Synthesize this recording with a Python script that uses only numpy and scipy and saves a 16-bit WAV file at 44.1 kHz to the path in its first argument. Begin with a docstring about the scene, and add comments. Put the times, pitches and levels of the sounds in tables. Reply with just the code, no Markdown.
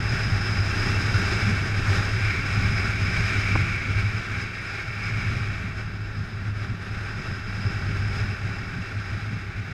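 """A motorcycle cruises along a country road, heard close up from a camera riding along in the airstream.
Uneven firings and wind buffets ring one deep resonance, with noise rumbling and flapping around it.
Air rushes and whistles round the camera case and hisses through its narrow resonances, all shaped noise,
easing as the bike slows for a bend. A knock rings short modes; a few faint squeaks are thin sine tones."""
import sys
import numpy as np
from scipy import signal
from scipy.fft import rfft, irfft, next_fast_len
from scipy.io import wavfile
from scipy.ndimage import uniform_filter1d

SR = 44100
rng = np.random.default_rng(int(sys.argv[2]) if len(sys.argv) > 2 else 0)


def put_to_file(sound):
    """Save the sound as 16-bit audio at rate SR, in the file named by the first command-line argument."""
    columns = np.atleast_2d(sound).T  # one column per channel
    safe = np.clip(columns, -1, 1)
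    whole_steps = np.round(safe * 32767)
    wavfile.write(sys.argv[1], SR, whole_steps.astype(np.int16))


N = 429093

# strength of the big eddies that buffet the camera: time_s, drive_db
WAKE = [(0.0, 3.5), (1.45, 5.0), (2.25, 1), (2.65, 5), (2.95, 2.7), (3.55, 4.5), (4.4, -2), (4.6, -10),
        (4.9, -6.5), (5.2, 2), (6.1, -4), (7.5, -3.1), (8.1, 2.5), (8.6, -4.5), (9.73, -5)]
# gusts, some boom and some flap higher up: peak_s, length_s, boom_lift_db, buffet_lift_db
GUSTS = [(0.35, .1, 3.5, 3), (0.61, .11, 7.5, -3), (0.91, .12, 0.5, 3), (1.17, 0.086, 7.5, 1),
         (1.43, .07, 3.5, 2), (1.49, 0.1, 3, 7), (1.89, 0.19, 4, 0), (1.99, 0.075, 5.5, 10),
         (2.26, 0.078, 6, -8), (2.67, 0.3, 5.5, 4.5), (3.2, .09, 4, 5.5), (3.54, 0.19, 1, 8.5),
         (4.01, 0.32, 5, -4), (4.42, 0.23, 2, -1), (4.92, 0.15, 6, -2), (5.13, 0.12, 6.5, -3),
         (5.67, 0.14, 0, 6), (6.2, 0.2, 0, 5), (6.48, 0.2, 6, 4), (6.61, 0.15, 9.5, 0), (6.7, 0.14, 7, 6.5),
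         (6.96, 0.17, 7.5, 3.5), (7.31, 0.1, 5, 5.5), (7.64, .17, 6.5, 3), (7.9, .05, 2, 8),
         (8.02, 0.11, 7, 5), (8.12, .07, 5, -1), (8.22, .13, 6.5, -2), (8.33, 0.07, 4, 0),
         (8.45, .08, 8.5, -2), (8.78, 0.15, 1, 8.5), (8.98, 0.1, 9.5, 0), (9.14, 0.23, 5, 0.5),
         (9.33, 0.25, 2.5, 7.5)]
# lulls, where the bass mostly drops for a moment: centre_s, length_s, change_db
LULLS = [(1.31, 0.058, -6), (2.44, 0.19, -2), (2.86, .12, -3), (3.3, .12, -4), (3.8, .14, -6),
         (4.25, 0.089, -19), (5.56, 0.11, -5), (5.73, .08, -4), (6.09, .08, -4), (6.85, 0.21, -6),
         (7.43, 0.2, -4), (7.76, 0.15, -1), (8.38, 0.075, -10), (8.6, .16, 2), (8.87, 0.092, -10),
         (9.05, .07, -9)]
# strength of the airflow over the case, shared by all its voices: time_s, drive_db
FLOW = [(0.0, 2.5), (1.3, 7), (1.75, 4), (2.4, 4), (2.68, 5.5), (2.92, 3.5), (3.15, 5.5), (3.5, 5.2),
        (3.75, 1), (4.2, 1), (4.9, -2.3), (5.27, 0.9), (5.95, -7.5), (6.42, -6.5), (6.78, -6), (7.3, -2.5),
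        (7.46, -6.2), (7.54, -1.5), (8.15, -2), (8.6, -4), (9.2, -4.0), (9.73, -7)]
# puffs that strengthen the airflow, and slack moments that weaken it: peak_s, length_s, change_db
PUFFS = [(0.14, 0.19, 3), (1.33, .14, 1), (1.95, 0.23, 5), (2.42, 0.1, -2.5), (4.0, .08, 2.5),
         (4.5, 0.15, -2), (4.7, 0.18, 1), (5.06, 0.11, 2.5), (5.79, 0.13, 3), (6.48, .08, 1),
         (6.53, .06, -3), (6.63, 0.18, 2), (6.78, .1, -2), (6.97, .17, 2), (7.15, .08, -1.5),
         (7.26, .06, 1.5), (8.17, 0.14, 3.5)]
# edge whistle, which speaks when the air meets it at the right angle: time_s, level_db before its law
SLANT = [(0.0, -38.5), (0.9, -40), (1.6, -37.5), (2.0, -40), (2.3, -33), (2.6, -35.9), (3.75, -32),
         (4.15, -35), (5.1, -34), (5.75, -37), (6.1, -40), (8.2, -39.0), (9.73, -37)]
# thin ring from the gaps, which also wanders on its own: time_s, level_db before its law
THIN = [(0.0, -46), (0.3, -42.7), (0.8, -45.7), (1.4, -48), (1.8, -50.0), (3.15, -47.9), (3.6, -50.5),
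        (5.2, -47), (5.65, -50.8), (6.15, -43.7), (6.75, -50.5), (7.4, -44.3), (8.5, -48), (9.73, -50.5)]

# colours of the airflow, relative density before levelling: pitch_hz, density_db (per Hz)
RUMBLE_COLOUR = [(12, -12), (26, -4.5), (45, -6), (72, -2.5), (100, -6), (150, -49)]
BUFFET_COLOUR = [(90, -13), (135, 0.5), (160, -0.5), (182, 2), (215, -4.5), (245, -9.5), (275, -10),
                 (330, -38), (600, -49)]
ROAR_COLOUR = [(200, 4.5), (290, 6), (410, 6.5), (460, 0), (700, -1.5), (920, -3.5), (1150, -4),
               (1700, -23)]
RUSH_COLOUR = [(850, -35), (1120, -8.5), (1250, -6.5), (1360, -1), (1610, 0), (1710, -5), (1860, -2.5),
               (2040, -10), (2620, -11.5), (2730, -15.5), (2800, -37), (3600, -29)]
SIZZLE_COLOUR = [(2000, -18), (2850, 1), (3300, -0.5), (3950, -0.5), (4350, -7), (4620, -2.5), (5200, -6.5),
                 (6000, -35)]
HISS_COLOUR = [(4000, -8.5), (5400, 2), (5900, 1.5), (6100, -3), (6550, -0.5), (7300, -6.5), (8150, -7.5),
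               (8400, -9.5), (9000, -10), (9450, -15), (12000, -18.5), (13000, -26), (15000, -32)]
FLOOR_COLOUR = [(3000, 13), (9000, -13), (12000, -2), (13000, -9), (15000, -12)]  # steady fine hiss
# modes of the case, which colour the broad airflow: pitch_hz, width_hz, lift_db
CASE_MODES = [(387, 38, 3), (651, 50, 3.5), (812, 62, 7.5), (2681, 63, 10), (3870, 90, 4), (6140, 110, 1.5),
              (6500, 160, 2.5)]
# narrow resonances, relative to each other: pitch_hz, width_hz, level_db
BOOM_MODES = [(103, 23, 0)]
WHISTLE_MODES = [(2274, 335, 0)]
RING_MODES = [(4880, 31, -3), (4930, 43, -3.5), (5083, 144, 1), (5195, 91, -4.5), (5274, 160, -7.5)]

# blows of the knock from a bump: start_s, strength_db
KNOCK_BLOWS = [(3.5535, -17), (3.557, -13), (3.561, -20)]
# short modes that each blow rings: pitch_hz, level_db, t60_s
KNOCK_MODES = [(126, 3, 0.045), (220, 0, 0.011), (326, -4, 0.034), (620, -10, 0.019), (774, -5, 0.013),
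               (1090, -2.5, 0.015), (1500, -3, 0.014), (1850, -10, .008), (4050, -16, .01)]
# faint high squeaks: start_s, pitch_hz, length_s, level_db
SQUEAKS = [(3.95, 9280, .07, -67), (4.61, 9280, .08, -65), (6.25, 9270, .07, -71), (6.56, 9450, .06, -68),
           (6.82, 9430, .06, -66), (7.03, 9400, .06, -66), (7.34, 9280, .09, -70), (8.07, 9280, .08, -66),
           (9.45, 13750, .06, -76), (9.64, 13650, .06, -77)]

# how each voice follows its drive: level_db at zero drive, slope_db_per_db
BOOM_LAW, RUMBLE_LAW, BUFFET_LAW = (-30.5, 0.9), (-34.7, 0.9), (-38.5, 0.75)
ROAR_LAW, RUSH_LAW = (-42.5, 0.83), (-36, 0.8)
SIZZLE_LAW, HISS_LAW = (-46.5, 0.97), (-52.65, 1.16)
WHISTLE_LAW, RING_LAW = (-3, 0.89), (-1, 1.28)  # levels added to SLANT and THIN

FIRING_HZ = 102.63  # centre of the firing rate
TOP_HZ = 15100  # upper limit of the camera's sound


def undb(db):
    """Decibels to gain."""
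    return 10 ** (np.asarray(db) / 20)


def curve(table):
    """Join the points of a two-column table by straight lines in time."""
    time_s, value = np.transpose(table)
    return np.interp(np.arange(N) / SR, time_s, value)


def swells(table):
    """Add smooth rises and falls, one per row; return one dB curve per level column."""
    t = np.arange(N) / SR
    out = np.zeros((len(table[0]) - 2, N))
    for peak_s, length_s, *change_db in table:
        on = np.abs(t - peak_s) < length_s / 2
        bump = np.cos(np.pi * (t[on] - peak_s) / length_s) ** 2
        out[:, on] += np.outer(change_db, bump)
    return out


def follow(law, drive_db):
    """Level in dB of a voice that grows as a power of its drive."""
    level_db, slope = law
    return level_db + slope * drive_db


def unit(x):
    """Scale to rms 1."""
    return x / np.sqrt(np.mean(x ** 2))


def even(x, span_s):
    """Hold the rms near 1 over a short span, keeping the quicker flutter."""
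    span = max(int(span_s * SR), 64)
    return x / np.sqrt(uniform_filter1d(x ** 2, span) + 1e-18)


def walk(rate_hz):
    """Draw random levels at a given rate and slide between them; rms 1."""
    step = max(int(SR / rate_hz), 2)
    held = np.repeat(rng.standard_normal(N // step + 1), step)
    return unit(uniform_filter1d(held, step)[:N])


def noise():
    """White noise, the raw turbulence."""
    return rng.standard_normal(N)


def shaped(x, response):
    """Filter by a gain that is a function of frequency."""
    size = next_fast_len(N)
    hz = np.maximum(np.arange(size // 2 + 1) * SR / size, 1)
    return irfft(rfft(x, size) * response(hz), size)[:N]


def ring(x, modes):
    """Sound steep resonances side by side: each band-pass acts twice."""
    def response(hz):
        return sum(undb(level_db) / (1 + 1j * (hz - pitch_hz * pitch_hz / hz) / width_hz) ** 2
                   for pitch_hz, width_hz, level_db in modes)
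    return shaped(x, response)


def airflow(colour):
    """Turbulence of a given colour, lifted at the modes of the case; rms 1."""
    pitch_hz, density_db = np.transpose(colour)

    def response(hz):
        lift = sum(lift_db / (1 + (2 * (hz - centre_hz) / width_hz) ** 2)
                   for centre_hz, width_hz, lift_db in CASE_MODES)
        base = np.interp(np.log(hz), np.log(pitch_hz), density_db, left=-90, right=-90)
        return undb(base + lift)
    return unit(shaped(noise(), response))


def firings(wander=0.03, scatter_db=4):
    """One pulse per engine firing, uneven in timing (share of the rate) and strength; rms 1."""
    phase = np.cumsum(FIRING_HZ * (1 + wander * walk(25))) / SR
    pulses = np.diff(np.floor(phase), prepend=0)
    return unit(pulses * undb(scatter_db * walk(100)))


def boom(level_db, engine_db=-6):
    """Firings and wind buffets together ring the deep resonance; engine_db is firings against wind."""
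    drive = noise() + undb(engine_db) * firings()
    return even(ring(drive, BOOM_MODES), span_s=0.084) * undb(level_db)


def rumble(level_db):
    """Big eddies roll past as deep noise."""
    return even(airflow(RUMBLE_COLOUR), span_s=0.073) * undb(level_db)


def buffets(level_db, flap_db=1.8):
    """Eddies flap at the camera: low noise with quick random changes of level."""
    return even(airflow(BUFFET_COLOUR), span_s=0.08) * undb(level_db + flap_db * walk(70))


def drone(rumble_share=0.3, lull_share=0.56, throb_db=2, rumble_flutter_db=1.5, buffet_flutter_db=1.33):
    """Boom, rumble and buffets ride on one wake; each takes its share of gusts and lulls."""
    wake = curve(WAKE)
    thud, flap = swells(GUSTS)
    lull, = swells(LULLS)
    boom_db = follow(BOOM_LAW, wake) + thud + lull + throb_db * walk(22)
    rumble_db = follow(RUMBLE_LAW, wake) + rumble_share * (thud + lull) + rumble_flutter_db * walk(14)
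    buffet_db = follow(BUFFET_LAW, wake) + flap + lull_share * lull + buffet_flutter_db * walk(18)
    return boom(boom_db) + rumble(rumble_db) + buffets(buffet_db)


def roar_and_rush(flow, slant, roar_loss=0.43):
    """Air pours over the case; the roar loses dB per dB of slant as air turns to the whistling edge."""
    roar_db = follow(ROAR_LAW, flow) - roar_loss * slant
    rush_db = follow(RUSH_LAW, flow)
    return airflow(ROAR_COLOUR) * undb(roar_db) + airflow(RUSH_COLOUR) * undb(rush_db)


def edge_whistle(flow, edge_db, slant, swing=0.25, flutter_db=0.45):
    """Noise through one resonance whistles at an edge; swing adds dB per dB of slant."""
    level_db = follow(WHISTLE_LAW, flow) + edge_db + swing * slant + flutter_db * walk(14)
    return unit(ring(noise(), WHISTLE_MODES)) * undb(level_db)


def gap_ring(flow, flutter_db=1.0):
    """Air hisses through narrow resonances in the gaps of the case."""
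    level_db = follow(RING_LAW, flow) + curve(THIN) + flutter_db * walk(20)
    return unit(ring(noise(), RING_MODES)) * undb(level_db)


def spray(flow):
    """The finest eddies sizzle and hiss, growing steeply with the flow."""
    sizzle = airflow(SIZZLE_COLOUR) * undb(follow(SIZZLE_LAW, flow))
    hiss = airflow(HISS_COLOUR) * undb(follow(HISS_LAW, flow))
    return sizzle + hiss


def wind(unrest_db=0.36, slow_flutter_db=0.5, quick_flutter_db=0.59, fine_flutter_db=0.19):
    """One flow drives every voice round the case, and its angle trades roar for whistle."""
    flow = curve(FLOW) + swells(PUFFS)[0] + unrest_db * walk(18)
    edge_db = curve(SLANT)
    slant = edge_db - edge_db.mean()
    broad = roar_and_rush(flow, slant) + edge_whistle(flow, edge_db, slant)
    # the finest eddies come and go on their own as well
    fine = (gap_ring(flow) + spray(flow)) * undb(fine_flutter_db * walk(20))
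    together_db = slow_flutter_db * walk(26) + quick_flutter_db * walk(120)
    return (broad + fine) * undb(together_db)


def steady_hiss(level_db=-68):
    """A faint fine hiss of constant level lies under the ride."""
    return undb(level_db) * airflow(FLOOR_COLOUR)


def knock(soft_hz=3000):
    """A bump jolts the mount: a quick clatter of cushioned blows into short decaying modes."""
    t = np.arange(SR // 10) / SR
    body = np.zeros(len(t))
    for k, (pitch_hz, level_db, t60_s) in enumerate(KNOCK_MODES):
        decay = undb(level_db - 60 * t / t60_s)
        # neighbouring modes swing in opposite directions
        body += (-1) ** k * decay * np.sin(2 * np.pi * pitch_hz * t)
    blows = np.zeros(N)
    for start_s, strength_db in KNOCK_BLOWS:
        blows[int(start_s * SR)] += undb(strength_db)
    rung = signal.fftconvolve(blows, body)[:N]
    return shaped(rung, lambda hz: 1 / (1 + 1j * hz / soft_hz) ** 2)


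def squeaks(waver=0.003):
    """Thin sine tones start quickly and fade, their pitch wavering by a small share."""
    t, out = np.arange(N) / SR, np.zeros(N)
    clock = np.cumsum(1 + waver * walk(150)) / SR
    for start_s, pitch_hz, length_s, level_db in SQUEAKS:
        on = (t > start_s) & (t < start_s + length_s)
        swell = np.sin(np.pi * np.sqrt((t[on] - start_s) / length_s))
        out[on] += undb(level_db) * swell * np.sin(2 * np.pi * pitch_hz * clock[on])
    return out


def scene():
    """Everything meets at one microphone, on the riding camera."""
    return (drone() + wind() + steady_hiss() + knock() + squeaks())[None]


def record(dry):
    """The camera cuts the top with a steep low-pass; the sound opens and closes over 4 ms."""
    from_start = np.arange(N)
    to_nearest_end = np.minimum(from_start, from_start[::-1])
    ramp = np.minimum(1, to_nearest_end / (0.004 * SR))
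    low_pass = signal.ellip(10, 0.2, 80, TOP_HZ, fs=SR, output="sos")
    return ramp * signal.sosfilt(low_pass, dry)


dry = scene()
out = record(dry)
put_to_file(out)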